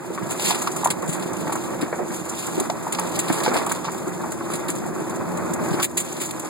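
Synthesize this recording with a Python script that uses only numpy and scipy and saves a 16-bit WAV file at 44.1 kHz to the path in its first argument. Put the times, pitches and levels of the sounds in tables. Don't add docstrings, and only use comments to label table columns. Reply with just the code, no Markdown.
import sys
import numpy as np
from scipy import signal
from scipy.fft import rfft, irfft, next_fast_len
from scipy.io import wavfile

SR = 44100
rng = np.random.default_rng(int(sys.argv[2]) if len(sys.argv) > 2 else 0)


def wrap_up_sound(samples):
    columns = np.atleast_2d(samples).T
    tamed = np.clip(columns, -1, 1)
    steps = np.round(tamed * 32767).astype(np.int16)
    wavfile.write(sys.argv[1], SR, steps)


N = 286209

# (time [s], level [dB])
ENGINE_LEVEL = [(0.0, -37), (0.08, -31), (0.89, -30.5), (1.36, -28.5), (2.39, -33), (2.55, -30),
                (2.85, -30.5), (3.46, -27.5), (3.85, -31), (4.39, -31), (4.7, -30), (5.0, -29.5),
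                (5.43, -28), (5.62, -25.5), (5.72, -25.5), (5.84, -27.5), (5.87, -36.5), (5.946, -33),
                (6.49, -34.5)]
# (time [s], working cycles [1/s])
ENGINE_PACE = [(0, 18.5), (.6, 18.3), (1.2, 17.95), (1.8, 17.8), (2.3, 17.6), (3.0, 17.7), (4.0, 17.9),
               (4.4, 17.7), (4.8, 18.2), (5.15, 18.45), (5.35, 17.9), (5.6, 18.05), (5.9, 17.9),
               (6.49, 17.9)]
# (multiple of the working cycle, relative level [dB])
ENGINE_ORDERS = [(5, -6), (7, -8), (9, -6), (10, 0), (13, -6), (14, -4), (15, -11), (17, -4), (18, -4),
                 (19, -2), (20, -2), (21, -8), (23, -12), (29, -14)]
CYLINDER_LEVEL = [-4.5, -3.5, -4, -4.5]
# (time [s], leaf rustle [dB], drag of stems on the panels [dB])
FOLIAGE = [(0.0, -48, -39), (0.2, -44.5, -36.5), (0.36, -41.5, -36.5), (0.5, -27.5, -31.5),
           (0.57, -36.5, -30.5), (0.89, -40, -34.5), (1.1, -44.5, -34), (1.64, -39.5, -34.5),
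           (1.82, -46.5, -35), (2.29, -39.5, -37.5), (2.46, -36.5, -35), (2.75, -44, -35), (3.19, -38, -32),
           (3.37, -37.5, -28.5), (3.6, -39.5, -29), (3.85, -44, -35.5), (4.34, -44.5, -36.5),
           (4.62, -43.5, -34.5), (4.85, -45.5, -36), (5.3, -45, -33.5), (5.64, -42, -31), (5.8, -41, -31),
           (5.85, -39.5, -41), (5.87, -45.5, -41), (6.03, -41.5, -37), (6.184, -39.5, -38),
           (6.49, -44.5, -37.5)]
# (time [s], bright register [dB], dull register re bright [dB], nominal fade to -60 dB [s])
TWIG_SNAPS = [(0.3063, -26.5, -5.5, 0.14), (0.369, -37, -12, 0.06), (0.396, -23.5, -0.5, 0.054),
              (0.453, -22, -5, 0.099), (0.485, -25.5, -6, 0.14), (0.506, -25, 3.5, 0.093),
              (0.545, -25.5, -2, 0.1), (0.5885, -30, -17, 0.078), (0.618, -27.5, -34, 0.084),
              (0.672, -30, 4.5, 0.049), (0.7188, -32, -15, 0.085), (0.762, -24, -10, 0.064),
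              (0.844, -16.5, -10, 0.063), (0.8716, -19, -3.5, 0.022), (0.9026, -15.5, -4.5, 0.063),
              (1.022, -30, -9, 0.035), (1.06, -35, -15, 0.04), (1.077, -30.5, -8, 0.11),
              (1.092, -28, -7, 0.13), (1.1256, -29, -5, 0.19), (1.196, -30.5, -5, 0.046),
              (1.224, -33.5, 1.5, 0.049), (1.3325, -28.5, -15, 0.026), (1.37, -36, -14, 0.035),
              (1.407, -30.5, -8, 0.04), (1.523, -25, -6, 0.071), (1.5547, -27.5, -13, 0.051),
              (1.81, -32, 0, 0.15), (2.162, -35, -8, 0.046), (2.261, -37, -10, 0.04),
              (2.294, -24, -43, 0.043), (2.3915, -44, -4, 0.077), (2.466, -25.5, -35, 0.035),
              (2.547, -45, -6, 0.032), (2.5995, -18.5, -10, 0.036), (2.699, -39, 16.5, 0.027),
              (2.923, -20.5, -5, 0.075), (2.9474, -33, 8, 0.041), (2.985, -37, 9.5, 0.079),
              (2.994, -16, -18, 0.027), (3.089, -31, -10, 0.04), (3.1546, -32, 3, 0.06),
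              (3.19, -17, -6.5, 0.067), (3.2775, -31, 0, 0.21), (3.323, -27, -3.5, 0.23),
              (3.401, -39, 8.5, 0.045), (3.433, -25.5, -1.5, 0.089), (3.448, -30.5, 6, 0.06),
              (3.461, -30, 8, 0.039), (3.478, -39.5, 8.5, 0.13), (3.537, -25, -3, 0.14),
              (3.5636, -28.5, 2.5, 0.18), (3.663, -27, -5, 0.074), (3.691, -31, -1, 0.18),
              (3.717, -20, -6, 0.051), (3.844, -48, 13, 0.21), (3.9155, -36.5, -31, 0.2),
              (4.075, -35.5, -8, 0.13), (4.3195, -24, -11, 0.042), (4.372, -40, -14, 0.046),
              (4.437, -44, -2, 0.11), (4.503, -35.5, -5, 0.14), (4.518, -34.5, -3, 0.15),
              (4.535, -26, -3.5, 0.075), (4.553, -27, -6, 0.068), (4.682, -27.5, -2.5, 0.12),
              (4.697, -23.5, -8.5, 0.085), (4.752, -34, -11, 0.089), (5.001, -33, -9, 0.037),
              (5.096, -31, -18, 0.045), (5.158, -32.5, -24, 0.055), (5.371, -31.5, -7, 0.067),
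              (5.5355, -21, -12.5, 0.04), (5.706, -42, 6, 0.065), (5.729, -35, 2.5, 0.14),
              (5.797, -31, 3.5, 0.08), (5.821, -25, -3, 0.076), (5.827, -14, -4, 0.058),
              (5.8425, -15, -5.5, 0.059), (5.912, -37, -10, 0.034), (5.971, -15.5, -6.5, 0.097),
              (6.0, -21, -7, 0.078), (6.048, -33, -10, 0.051), (6.124, -30, -22, 0.044),
              (6.2, -30, -4, 0.22), (6.213, -26, -5.5, 0.14), (6.2567, -29.5, -20, .075),
              (6.309, -22, -4.5, 0.026), (6.396, -26.5, -9, 0.05), (6.471, -38, 1, 0.04)]
# (time [s], added level [dB])
SNAP_TOP_SWING = [(0, 7), (.7, -4), (1.8, 1), (2.7, -2), (3.5, 1), (4.1, 4), (4.7, -11), (5.4, -5),
                  (5.8, 5.5), (6.49, 1)]
# (time [s], level [dB], pitch of the struck spot [Hz], hardness [0-1])
BRANCH_KNOCKS = [(0.099, -16, 466, 0), (0.174, -13.5, 1190, 0.15), (0.218, -12.5, 151, 0.06),
                 (0.392, -18.5, 890, 0.03), (0.503, -8, 830, 0), (0.67, -6.5, 1100, 0),
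                 (0.759, -20.5, 1300, 0), (0.831, -11, 1000, 0), (0.843, -18, 1000, 0.03),
                 (0.855, -1.5, 928, 0.04), (0.872, -12, 935, 0), (0.902, -17, 382, 0.34),
                 (1.08, -12, 175, 0), (1.467, -15.5, 720, 0.3), (1.492, -10.5, 720, 0.1),
                 (1.519, -12.5, 1020, 0.07), (1.551, -12.5, 1000, 0.08), (1.822, -6.5, 290, 0.05),
                 (1.834, -20, 402, 0.3), (1.878, -21, 770, 0), (1.924, -9.5, 510, 0.3),
                 (1.988, -15, 650, 0), (1.997, -11, 400, 0), (2.011, -15, 480, 0.07), (2.02, -21, 254, 0.1),
                 (2.1, -15.5, 190, 0.1), (2.574, -9, 365, 0), (2.58, -14.5, 370, 0), (2.59, -16.5, 820, 0),
                 (2.602, -15, 323, 0), (2.612, -20, 332, 0), (2.695, -9, 786, 0.05),
                 (2.866, -13, 846, 0.03), (2.984, -10.5, 1010, 0.07), (3.296, -4, 258, 0.08),
                 (3.397, -14, 330, 0.7), (3.459, -6.5, 740, 0.3), (3.474, -6, 430, 0.12),
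                 (3.535, -17, 500, 0), (3.565, -14, 302, 0.03), (3.664, -9.5, 1070, 0),
                 (3.711, -10, 940, 0.8), (3.842, -15.5, 1000, 0), (3.879, -12.5, 950, 0.15),
                 (4.068, -15.5, 342, 0.04), (4.235, -17, 1000, 0.04), (4.319, -24, 1310, 0.25),
                 (4.405, -18, 1170, 0), (4.687, -15.5, 299, 0.16), (5.705, -12, 181, 0),
                 (5.736, -11, 297, 0.02), (5.783, -17, 820, 0.16), (5.797, -13, 1180, 0.07),
                 (5.823, -21, 503, 0.3), (5.966, -24, 900, 0.1), (6.209, -17.5, 340, 0.1)]
PANEL_MODES = [125, 170, 230, 300, 380, 480, 590, 720, 860, 960, 1130, 1320, 1560, 1850, 2250]
# (frequency [Hz], relative level per Hz [dB], left minus right [dB], left-right likeness [-1 to 1])
ROAR_COLOUR = [(41, -19, 0, 0.88), (70, -12, 9, .95), (92, -4, 0.5, 1), (166.7, 6, 3, 0.99),
               (278, -4.5, 2, 0.5), (342, -3.5, 2.5, 0.4), (500, -9, -1, 0.21), (594, -8.5, 4, 1),
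               (1000, -24, -8, 0.21), (2280, -43.5, -2, 0.039)]
DRAG_COLOUR = [(395, 5, 0.5, 0.31), (670, 3.5, 0.39, 0.38), (920, 4, 0.43, 0.57), (1152, 3, 0.49, -0.044),
               (2175, -9, 4.5, -0.41), (2595, -11, 0.5, 0.16), (3660, -101, 0.5, -1.1)]
LEAF_COLOUR = [(1340, -3.5, -5.5, -0.59), (3430, -6.5, -0.5, 0.24), (6010, -10.5, -14, -0.5),
               (6700, 0.5, -14, 0.057), (9260, -2.5, 8, -0.027), (11700, -8, -13, 0.039),
               (12700, -2.5, 13, -0.33), (16400, -6, -2, -0.14)]
# (time [s], left delay [samples], left level [dB])
LOW_IMAGE = [(0, 4, -1.5), (3.9, 3, -2), (4.1, -0.5, -0.6), (6.49, 1.5, -0.4)]

DULL_DB, DULL_FOLLOWS = -47.5, 1.32
BIGGEST_CONTACT = 2.5
LEAF_CYCLES = 55
SNAP_RISE_S, SNAP_HOLD = 0.0017, 0.024
SNAP_ENDS = 1.046
CRACK_DB, CRACK_S = -0.5, 0.00066
SNAP_TOP_DB, TOP_GAINS = -13.5, 0.08
RING_T60_S, RING_FALLS = 0.04, 0.35
SPOT_OCTAVES, SPOT_WIDENS = 0.24, 0.25
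CONTACT_S = 0.0084
BLOW_S, BLOW_CYCLES, BLOW_DB = 0.00208, 1.035, -14
WIDEN_LAG = 15
CUTOFF_HZ = 16600


def from_db(db):
    return 10 ** (np.asarray(db) / 20)


def rms_one(x):
    return x / np.sqrt(np.mean(x ** 2) + 1e-20)


def in_time(rows):
    s, *columns = np.transpose(rows)
    return [np.interp(np.arange(N) / SR, s, c) for c in columns]


def drift(rate_hz):
    step = 40
    r = np.exp(-2 * np.pi * rate_hz * step / SR)
    noise = rng.standard_normal(N // step + 2002)
    slow = signal.lfilter([1], [1, -2 * r, r * r], noise)[2000:]
    return np.interp(np.arange(N) / step, np.arange(len(slow)), rms_one(slow))


def coloured(pair, colour):
    size = next_fast_len(N)
    log_hz = np.log(np.arange(size // 2 + 1) * SR / size + 1)
    points, *columns = np.transpose(colour)
    level_db, left_db, alike = (np.interp(log_hz, np.log(points), c) for c in columns)
    level_db = level_db - 6 * np.maximum(np.log(points[0]) - log_hz, 0)
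    alike = np.clip(alike, -1, 1)
    mid, side = rfft(pair, size) * [np.sqrt(1 + alike), np.sqrt(1 - alike)]
    left = (mid + side) * from_db(level_db + left_db / 2)
    right = (mid - side) * from_db(level_db - left_db / 2)
    return rms_one(irfft([left, right], size)[:, :N])


def band(x, low_hz, high_hz):
    sos = signal.butter(2, [low_hz, high_hz], "band", fs=SR, output="sos")
    return rms_one(signal.sosfilt(sos, x))


def engine():
    (cycles_per_s,), (level_db,) = in_time(ENGINE_PACE), in_time(ENGINE_LEVEL)
    cycle = np.cumsum(cycles_per_s) / SR
    tones = np.zeros(N)
    for order, db in ENGINE_ORDERS:
        strength = from_db(db + 3.5 * drift(4))
        tones += strength * np.sin(2 * np.pi * order * cycle + 0.9 * drift(4))
    hum = from_db(0.5) * rms_one(tones) * from_db([[1.2], [-1.2]])
    cylinders = len(CYLINDER_LEVEL)
    firing = cylinders * cycle
    puff = from_db(CYLINDER_LEVEL)[firing.astype(int) % cylinders] * np.exp(-1.5 * (firing % 1))
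    roar = coloured(rng.standard_normal((2, N)) * (0.51 + puff), ROAR_COLOUR) * from_db(1.6 * drift(15))
    return from_db(level_db) * (roar + hum)


def contact_sizes(per_s, clump_db, clump_hz, spread_db):
    born = rng.random(N) < per_s * from_db(clump_db * drift(clump_hz)) / SR
    return born * from_db(spread_db * np.minimum(rng.exponential(1, N), BIGGEST_CONTACT))


def scratches(per_s, spread_db, smooth):
    fade = np.exp(-1 / (0.0069 * SR))
    puffs = rms_one(signal.lfilter([1], [1, -fade], contact_sizes(per_s, 5, 12, spread_db)))
    return rng.standard_normal((2, N)) * (smooth + puffs)


def ticks(per_s, low_hz, high_hz, cycles, count=24):
    sizes = contact_sizes(per_s, 6, 10, 7.6)
    out, dealt = np.zeros((2, N)), rng.integers(0, count, N)
    for k, hz in enumerate(np.geomspace(low_hz, high_hz, count)):
        r, w = from_db(-60 * hz / (cycles * SR)), 2 * np.pi * hz / SR
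        struck = sizes * (dealt == k) + 1e-18
        out[k % 2] += signal.lfilter([0, np.sin(w)], [1, -2 * r * np.cos(w), r * r], struck)
    return rms_one(out)


def brush():
    bright_db, drag_db = in_time(FOLIAGE)
    dull_db = DULL_DB + DULL_FOLLOWS * (bright_db - bright_db.mean())
    hiss = scratches(per_s=130, spread_db=10, smooth=2.5) * from_db(-2.5)
    dense_ticks = ticks(900, 2075, 16500, cycles=LEAF_CYCLES) * from_db(-3)
    dry_ticks = ticks(400, 2300, 14300, cycles=20) * from_db(-10)
    rustle = coloured(hiss + dense_ticks + dry_ticks, LEAF_COLOUR)
    press_db = 1.8 * drift(14)
    bright = from_db(bright_db + press_db) * band(rustle, 4490, 10950)
    dull = from_db(dull_db + press_db + 1.24 * drift(1.8)) * band(rustle, 2540, 5700)
    stems = coloured(scratches(per_s=84, spread_db=2.5, smooth=2.22), DRAG_COLOUR)
    return bright + dull, from_db(drag_db + 0.16 * press_db) * stems


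def snaps():
    noise = coloured(rng.standard_normal((2, N)), LEAF_COLOUR)
    registers = [band(noise, 5800, 10800), band(noise, 2000, 5800), band(noise, 10800, 15000)]
    power, t = np.zeros((3, N + SR)), np.arange(SR // 4) / SR
    loudest_db = max(row[1] for row in TWIG_SNAPS)
    for s, db, low_db, t60 in TWIG_SNAPS:
        top_jitter_db = 2 * rng.standard_normal()
        fade = from_db(-60 * np.maximum(t / t60 - SNAP_HOLD, 0) ** SNAP_ENDS)
        burst = (1 - np.exp(-t / SNAP_RISE_S)) * fade
        shape = np.hypot(burst, from_db(CRACK_DB) * np.exp(-t / CRACK_S))
        top_db = SNAP_TOP_DB + TOP_GAINS * (db - loudest_db) + top_jitter_db
        levels = from_db([db, db + low_db, db + top_db])[:, None]
        at = round(s * SR)
        power[:, at:at + len(t)] += (levels * shape) ** 2
    power[2, :N] *= from_db(in_time(SNAP_TOP_SWING)[0]) ** 2
    out = np.zeros((2, N))
    for p, register in zip(power, registers):
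        out += np.sqrt(p[:N]) * register * from_db(1.5 * drift(300))
    return out


def knocks():
    out, t = np.zeros((2, N + SR)), np.arange(SR // 5) / SR
    modes, during = np.array(PANEL_MODES)[:, None], t[:SR // 25]
    for s, db, hz, hard in BRANCH_KNOCKS:
        shared, own = rng.standard_normal((2, len(PANEL_MODES), len(during)))
        t60 = RING_T60_S * (500 / hz) ** RING_FALLS
        reach = SPOT_OCTAVES * (500 / hz) ** SPOT_WIDENS
        near = np.exp(-0.5 * (np.log2(modes / hz) / reach) ** 2) + hard * 2.33 * (modes > hz)
        decay = from_db(-60 * t * np.sqrt(modes / hz) / t60)
        rings = near * np.sin(2 * np.pi * modes * t) * decay
        bend_s = 0.003 + 0.26 / hz
        touch = np.exp(-during / CONTACT_S) * np.minimum(during / bend_s, 1) ** 2
        since = (during - BLOW_S) * hz - BLOW_CYCLES
        pulse = np.exp(-(since / BLOW_CYCLES) ** 2 * 3) * np.cos(2 * np.pi * since)
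        blow = from_db(BLOW_DB) * pulse * np.sqrt(hz / 500) * near ** 0.57
        left_push = blow + shared * touch
        right_push = 0.76 * blow + (0.42 * shared + 0.5 * own) * touch
        left = signal.fftconvolve(rings, left_push, axes=1).sum(0)
        right = signal.fftconvolve(rings, right_push, axes=1).sum(0)
        peak = np.abs(0.69 * (left + right)).max()
        gain = from_db(db) * np.sqrt(500 / hz) / peak
        at = round(s * SR)
        out[:, at:at + len(left)] += gain * np.array([left, right * from_db(-3.5)])
    return signal.sosfilt(signal.butter(2, 110, "high", fs=SR, output="sos"), out[:, :N])


def scene():
    leaves, drag = brush()
    left, right = engine() + drag + knocks()
    late, left_db = in_time(LOW_IMAGE)
    left = from_db(left_db) * np.interp(np.arange(N) - late, np.arange(N), left)
    return np.array([left, right]) + leaves + snaps()


def record(dry):
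    late = np.pad(dry[::-1], ((0, 0), (WIDEN_LAG, 0)))[:, :N]
    wide = dry - late
    return signal.sosfilt(signal.cheby2(20, 70, CUTOFF_HZ, fs=SR, output="sos"), wide)


dry = scene()
out = record(dry)
wrap_up_sound(out)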